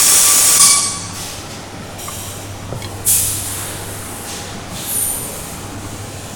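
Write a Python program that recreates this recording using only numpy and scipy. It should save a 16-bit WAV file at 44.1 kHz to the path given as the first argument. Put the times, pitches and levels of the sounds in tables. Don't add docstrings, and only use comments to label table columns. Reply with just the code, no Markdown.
import sys
import numpy as np
from scipy import signal
from scipy.fft import rfft, irfft, next_fast_len
from scipy.io import wavfile
from scipy.ndimage import uniform_filter1d, map_coordinates

SR = 44100
rng = np.random.default_rng(int(sys.argv[2]) if len(sys.argv) > 2 else 0)


def log_audio(samples):
    frames = np.atleast_2d(samples).T
    limited = np.clip(frames, -1, 1)
    pcm = np.round(limited * 32767).astype(np.int16)
    wavfile.write(sys.argv[1], SR, pcm)


N = 280035
TIME_S = np.arange(N) / SR

# freq_hz, level_db
CHATTER_COLOUR = [(120, -48), (200, -13.5), (400, -11.5), (1500, -11), (4200, -10), (5100, -9),
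                  (5600, -4.5), (8300, -2.5), (9800, -4), (10700, -8), (13000, -10.5), (17000, -11)]
# pitch_hz, width_hz, level_db
SQUEAL_TONES = [(1161, 18, -30), (2363, 204, -32.5), (3480, 197, -31.5), (4700, 140, -30.5),
                (5420, 113, -27), (5830, 71, -26), (6910, 70, -22), (7830, 30, -35), (7720, 35, -30),
                (8150, 55, -18.5), (8130, 43, -29), (9270, 69, -24.5), (10450, 26, -20.5), (11300, 55, -36),
                (16200, 190, -31)]
# pitch_hz, width_hz, level_db
SHRIEK_TONES = [(1139, 21.2, -19), (2284, 28.8, -25.5), (3456, 156, -27), (4510, 153, -20.5),
                (5760, 116, -22.5), (7050, 67, -30), (8180, 22.4, -16), (8900, 30, -25), (9340, 25, -13.5),
                (10330, 17, -17.5), (11800, 77, -32)]
# freq_hz, level_db
SHRIEK_COLOUR = [(500, -14), (1700, -14.5), (2900, -11), (3900, -8.5), (4900, -2), (6000, 1), (8500, 1.5),
                 (9900, -1.5), (10900, -5), (12800, -14), (17000, -16)]
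# freq_hz, t60_s
HALL_DECAY = [(200, 0.75), (1100, 1.12), (3000, 1.21), (6000, 1.1), (9000, 0.87), (12000, 0.61),
              (16000, 0.29)]
# freq_hz, density_db (per Hz)
HOLD_COLOUR = [(880, -40), (1500, -18), (1860, -6), (2160, -3.5), (3590, 1.5), (4060, -3), (5230, 1),
               (10400, -3), (17000, -17)]
LIFT_COLOUR = [(1500, -11), (2600, -1), (3300, 0), (4500, -6), (6000, 2), (7600, 0.5), (9500, -5),
               (11500, -1), (13000, -8), (17000, -9)]
EXHAUST_COLOUR = [(880, -42), (1500, -21), (2650, -12.5), (3310, -10.5), (4730, -9.5), (5850, -8.5),
                  (6410, -7), (10100, -7.5), (11300, -11.5), (13900, -19.5), (16500, -23), (17000, -26)]
BLEED_COLOUR = [(1500, -20), (2500, -7), (3700, -5), (5200, -7.5), (6500, -1), (9300, -1), (11500, -8),
                (14000, -11), (17000, -14.5)]
# start_s, attack_s, hold_s, fall_db_per_s, rush_db, fizz_db
HOLD_PUFFS = [(1.12, 0.043, 0.11, 46, -28, -29.5), (1.485, .015, .015, 65, -33.5, -40)]
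# start_s, attack_s, hold_s, fall_db_per_s, rush_db, fizz_db
LIFT_PUFFS = [(1.81, 0.04, 0.091, 40, -42, -50.5), (1.979, 0.012, 0.28, 32, -31, -33.5)]
# start_s, attack_s, hold_s, fall_db_per_s, rush_db, fizz_db
EXHAUST_PUFFS = [(3.04, 0.023, .01, 60, -50, -23), (3.06, 0.014, .04, 28.5, -21, -10.5),
                 (3.43, 0.035, 0.15, 26, -38, -26.5), (3.72, 0.21, 0.35, 37, -43, -32),
                 (4.225, .07, .015, 40, -27.5, -42)]
# start_s, attack_s, hold_s, fall_db_per_s, rush_db, fizz_db
BLEED_PUFFS = [(2.73, 0.049, 0.37, 58, -46, -44), (4.67, 0.12, 0.23, 17, -33, -36),
               (5.2, 0.14, 0.17, 31, -40, -38.5), (5.75, 0.11, 0.46, 30, -40.5, -45)]
# centre_hz, width_hz, level_db (re the flow)
PASSAGE_MODES = [(3140, 320, -7.5), (3860, 150, -9), (5670, 100, -5.5), (7150, 260, -4.5),
                 (8140, 150, -1.5), (9100, 120, -9), (10560, 200, -11), (11080, 200, -10),
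                 (11540, 130, -10), (12020, 130, -13)]
# start_s, attack_s, hold_s, fall_db_per_s, level_db
PIPE_NOTES = [(3.1, .1, 0.58, 40, -39.5), (4.29, 0.051, .015, 110, -37), (4.45, 0.032, .015, 65.5, -39),
              (4.735, .035, .015, 52, -31.5)]
# centre_hz, width_hz, level_db, delay_s
WHISTLE_OVERTONES = [(11240, 35, -11, -.04), (11450, 2400, -7.5, -.07), (12260, 120, -21, -.06),
                     (12440, 450, -9.5, 0.054), (13350, 400, -18, -.03), (14300, 160, -26, -.09)]
# start_s, level_db, sharpness_hz (contact low-pass)
CLINKS = [(2.8205, -18, 10000), (2.8235, -24, 7000), (2.844, -17, 5000), (2.848, -31, 5000)]
KNOCKS = [(2.691, -26, 900), (2.724, -17.5, 1800), (2.741, -16.5, 260), (2.749, -16, 260)]
TAPS = [(2.08, -26.5, 4000), (5.842, -37, 6000)]
# pitch_hz, level_db, t60_s
STEEL_MODES = [(2200, -15, 0.073), (3310, -5.5, 0.072), (4130, -10, 0.055), (4850, -15, 0.031),
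               (5400, -9, 0.03), (6500, -7, .035), (6970, -10, .035), (7750, -11, 0.028)]
BENCH_MODES = [(126, -1.5, 0.12), (163, -10, 0.044), (265, -7.5, 0.045), (390, -4, 0.063), (545, 2, 0.038),
               (714, -5, 0.04), (1300, -8, .03)]
JAR_MODES = [(1063, 4, 0.072), (1180, 2, 0.062), (2140, 0, 0.048), (2770, -8, .05)]
# time_s, level_db
HUM_LEVEL = [(0, -46), (.98, -38.5), (1.06, -32), (1.25, -38.5), (1.9, -37.5), (2.95, -29.5), (4.6, -38),
             (5.4, -40.5), (5.6, -33.5), (6.35, -34)]
# time_s, level_db
FAN_LEVEL = [(0, -47), (3.2, -50), (3.6, -43.5), (6.35, -47)]
# centre_hz, width_hz, level_db
MOTOR_BANDS = [(134.3, 18, -52), (172.7, 5.9, -44), (218.4, 4.4, -48), (280.4, 6.5, -48.5), (683, 67, -47),
               (779, 46, -47.5)]
# start_s, attack_s, hold_s, fall_db_per_s, level_db
DISTANT_SWELLS = [(1.4, 0.13, .03, 21, -41), (3.35, 0.25, .03, 36, -32), (3.8, 0.16, 0.55, 12, -38)]
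# freq_hz, density_db (per Hz)
FLOOR_COLOUR = [(20, 0), (45, -5), (85, 1.5), (170, -1), (300, -3.5), (500, -6), (800, -9), (1300, -12),
                (2200, -17), (4000, -21), (7000, -22.5), (10000, -25), (13000, -37), (17000, -39)]

WELD_END_S, SHRIEK_START_S, SHRIEK_END_S = 0.579, 0.597, 0.66
WELD_DB, WELD_SAG_DB_PER_S = -6.5, 6
GRIP_RATE_HZ = 20.6
FIZZ_FALL_RATIO = 1.7
RUSH_LAG_S = 0.012
WHISTLE_PEAK_S, WHISTLE_DB = 4.97, -14.5
WHISTLE_RISE_DB_PER_S, WHISTLE_FALL_DB_PER_S = 260, 52
WHISTLE_END_HZ, WHISTLE_EXCESS_HZ, WHISTLE_GLIDE_S = 9250, 297.6, 0.08
HUM_HZ, FAN_HZ = 99.1, 814
ROOM_DB, ROOM_DUCK_DB = -30.5, -3.5
TOP_HZ = 17250


def weld(rasp_db=-1.5, squeal_db=-0.5, hits_hz=3400, smear=0.3):
    hit_sizes = rng.choice([-1, 1], N) * amp(1.7 * rng.standard_normal(N))
    hits = (rng.random(N) < hits_hz / SR) * hit_sizes
    rasp = unit(filtered(hits, lambda hz: amp(along(CHATTER_COLOUR, hz))))
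    rasp = patchy(rasp + smear * noise(CHATTER_COLOUR), depth_db=0.13)
    squeal = sum(amp(db) * echoing(hz, width_hz, scatter=0.61) for hz, width_hz, db in SQUEAL_TONES)
    chatter_db = WELD_DB - WELD_SAG_DB_PER_S * TIME_S + wobble(GRIP_RATE_HZ)
    grip_db = wobble(GRIP_RATE_HZ)
    screech = amp(chatter_db + rasp_db) * rasp + amp(grip_db + squeal_db) * squeal
    afterglow = amp(-7 - 60 * np.maximum(TIME_S - WELD_END_S, 0) / 0.13)
    return screech * np.maximum(gate(0, WELD_END_S, edge_s=0.005), afterglow)


def shriek(rasp_db=-8.5, lull_db=-11):
    rasp = patchy(noise(SHRIEK_COLOUR), depth_db=2.5) * amp(rasp_db + 0.58 * wobble(58.8))
    tones = sum(amp(db) * echoing(hz, width_hz, scatter=1.0) for hz, width_hz, db in SHRIEK_TONES)
    hz, frame_s, spectrum = signal.stft(rasp + tones, SR, nperseg=512)
    fade_db = -60 * np.maximum(frame_s - SHRIEK_END_S, 0) / along(HALL_DECAY, hz)[:, None]
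    ringing = signal.istft(spectrum * amp(fade_db), SR, nperseg=512)[1][:N]
    lull = amp(lull_db) * gate(WELD_END_S, np.inf, edge_s=0.005)
    return ringing * np.maximum(lull, gate(SHRIEK_START_S, np.inf, edge_s=0.0019))


def pneumatics(passage_db=-2.0):
    hold = jet(HOLD_PUFFS, HOLD_COLOUR, rush_db=-2.5, fizz_db=-4.5, flutter_db=0.5)
    lift = jet(LIFT_PUFFS, LIFT_COLOUR, rush_db=-5.5, fizz_db=-2, flutter_db=1.0)
    modes = sum(amp(db + passage_db) * band(hz, width_hz / 2) for hz, width_hz, db in PASSAGE_MODES)
    passage = flow(LIFT_PUFFS)[1] * modes
    vent = jet(EXHAUST_PUFFS, EXHAUST_COLOUR, rush_db=-2.64, fizz_db=-1.5, flutter_db=0.0)
    bleed = jet(BLEED_PUFFS, BLEED_COLOUR, rush_db=-0.1, fizz_db=2.5, flutter_db=0.55)
    pipe = swells(PIPE_NOTES) * band(3600, half_width_hz=680)
    return hold + lift + passage + vent + bleed + pipe


def jet(puffs, colour, rush_db, fizz_db, flutter_db):
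    rush_gain, fizz_gain = flow(puffs)
    air = patchy(noise(colour), depth_db=1.5)
    rush = filtered(air, lambda hz: 1 / (1 + (hz / 8000) ** 8))
    fizz = air - rush
    hiss = amp(rush_db) * rush_gain * unit(rush) + amp(fizz_db) * fizz_gain * unit(fizz)
    return hiss * amp(flutter_db * wobble(35))


def flow(puffs):
    rush = swells([(s, attack_s + RUSH_LAG_S, hold_s, fall, rush_db)
                   for s, attack_s, hold_s, fall, rush_db, _ in puffs])
    fizz = swells([(s, attack_s, hold_s, fall * FIZZ_FALL_RATIO, fizz_db)
                   for s, attack_s, hold_s, fall, _, fizz_db in puffs])
    return rush, fizz


def whistle(edge_db=-3.5, core_db=-8, core_hz=9115):
    def blown(db, delay_s):
        t = TIME_S - WHISTLE_PEAK_S - delay_s
        slope_db = np.minimum(WHISTLE_RISE_DB_PER_S * t, -WHISTLE_FALL_DB_PER_S * t)
        return amp(WHISTLE_DB + db + slope_db)

    glide = 1 - np.tanh((TIME_S - WHISTLE_PEAK_S) / WHISTLE_GLIDE_S)
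    pitch_hz = WHISTLE_END_HZ + WHISTLE_EXCESS_HZ * glide
    shift = np.exp(2j * np.pi * np.cumsum(pitch_hz - core_hz) / SR)
    breathy = (signal.hilbert(band(core_hz, half_width_hz=190)) * shift).real
    core = blown(core_db, 0.05) * tone(core_hz, 20, flutter_db=2.0)
    upper = sum(blown(db, delay_s) * band(hz, width_hz / 2)
                for hz, width_hz, db, delay_s in WHISTLE_OVERTONES)
    return blown(edge_db, 0) * breathy + core + upper


def handling():
    taps = struck(TAPS, JAR_MODES, crack=0.2)
    knocks = struck(KNOCKS, BENCH_MODES, crack=0.06)
    clinks = struck(CLINKS, STEEL_MODES, crack=0.76)
    return taps + knocks + clinks


def struck(blows, modes, crack):
    out, t = np.zeros(N), TIME_S[:SR // 4]
    for start_s, db, sharpness_hz in blows:
        ring = 0
        for hz, mode_db, t60_s in modes:
            decay = amp(mode_db + rng.normal(0, 2.6) - 60 * t / t60_s)
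            ring = ring + decay * np.sin(2 * np.pi * (hz * t + rng.random()))
        snap = crack * amp(-60 * t / 0.036) * rng.standard_normal(len(t))
        blow = (ring + snap) * (1 - np.exp(-t / 0.0011))
        b, a = signal.butter(2, sharpness_hz, fs=SR)
        out[round(start_s * SR):][:len(t)] += amp(db) * signal.lfilter(b, a, blow)
    return out


def workshop(hum_db=-1, motors_db=-1.5):
    hum = amp(level_curve(HUM_LEVEL) + hum_db) * tone(HUM_HZ, 0.71, flutter_db=1.0)
    fan = amp(level_curve(FAN_LEVEL)) * tone(FAN_HZ, 4.25, flutter_db=4.0)
    motors = sum(amp(db + motors_db) * band(hz, width_hz / 2) for hz, width_hz, db in MOTOR_BANDS)
    distant = swells(DISTANT_SWELLS) * band(1150, half_width_hz=1500)
    room_db = ROOM_DB + ROOM_DUCK_DB * gate(0, WELD_END_S, edge_s=0.34)
    wash = amp(room_db) * patchy(noise(FLOOR_COLOUR), depth_db=2.04)
    return hum + fan + motors + distant + wash


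def echoing(hz, width_hz, scatter):
    return unit(tone(hz, width_hz, flutter_db=4.0) + scatter * band(hz, width_hz))


def tone(hz, width_hz, flutter_db):
    pitch_hz = hz + width_hz / 2 * wobble(120)
    return unit(amp(flutter_db * wobble(27.98)) * np.sin(2 * np.pi * np.cumsum(pitch_hz) / SR))


def band(centre_hz, half_width_hz):
    def resonance(hz):
        return 1 / (1 + 1j * (hz - centre_hz) / half_width_hz) ** 2
    return unit(filtered(rng.standard_normal(N), resonance))


def noise(colour):
    return unit(filtered(rng.standard_normal(N), lambda hz: amp(along(colour, hz))))


def patchy(x, depth_db):
    spectrum = signal.stft(x, nperseg=1024)[2]
    field = uniform_filter1d(rng.standard_normal(spectrum.shape), 3, axis=0)
    field = uniform_filter1d(field, 24, axis=1)
    return unit(signal.istft(spectrum * amp(depth_db * unit(field)), nperseg=1024)[1][:N])


def swell(start_s, attack_s, hold_s, fall_db_per_s):
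    t = TIME_S - start_s
    return np.clip(t / attack_s, 0, 1) * amp(-fall_db_per_s * np.maximum(t - attack_s - hold_s, 0))


def swells(rows):
    return np.sqrt(sum((amp(db) * swell(*shape)) ** 2 for *shape, db in rows))


def gate(start_s, end_s, edge_s):
    opening = np.clip((TIME_S - start_s) / edge_s + 1, 0, 1)
    return opening * np.clip((end_s - TIME_S) / edge_s + 1, 0, 1)


def wobble(rate_hz):
    knots = rng.standard_normal(int(N * rate_hz / SR) + 4)
    return map_coordinates(knots, [TIME_S * rate_hz])


def level_curve(rows):
    return np.interp(TIME_S, *np.transpose(rows))


def along(points, hz):
    freq_hz, values = np.transpose(points)
    return np.interp(np.log(hz + 1), np.log(freq_hz + 1), values)


def filtered(x, response):
    size = next_fast_len(N + SR // 2)
    return irfft(rfft(x, size) * response(np.fft.rfftfreq(size, 1 / SR)), size)[:N]


def amp(db):
    return 10 ** (np.asarray(db) / 20)


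def unit(x):
    return x / np.sqrt(np.mean(x ** 2) + 1e-20)


def scene():
    return (weld() + shriek() + pneumatics() + whistle() + handling() + workshop())[None]


def record(dry, ceiling=0.84):
    clipped = dry[0] / (1 + np.abs(dry[0] / ceiling) ** 6) ** (1 / 6)
    return filtered(clipped, lambda hz: hz < TOP_HZ)[None]


dry = scene()
out = record(dry)
log_audio(out)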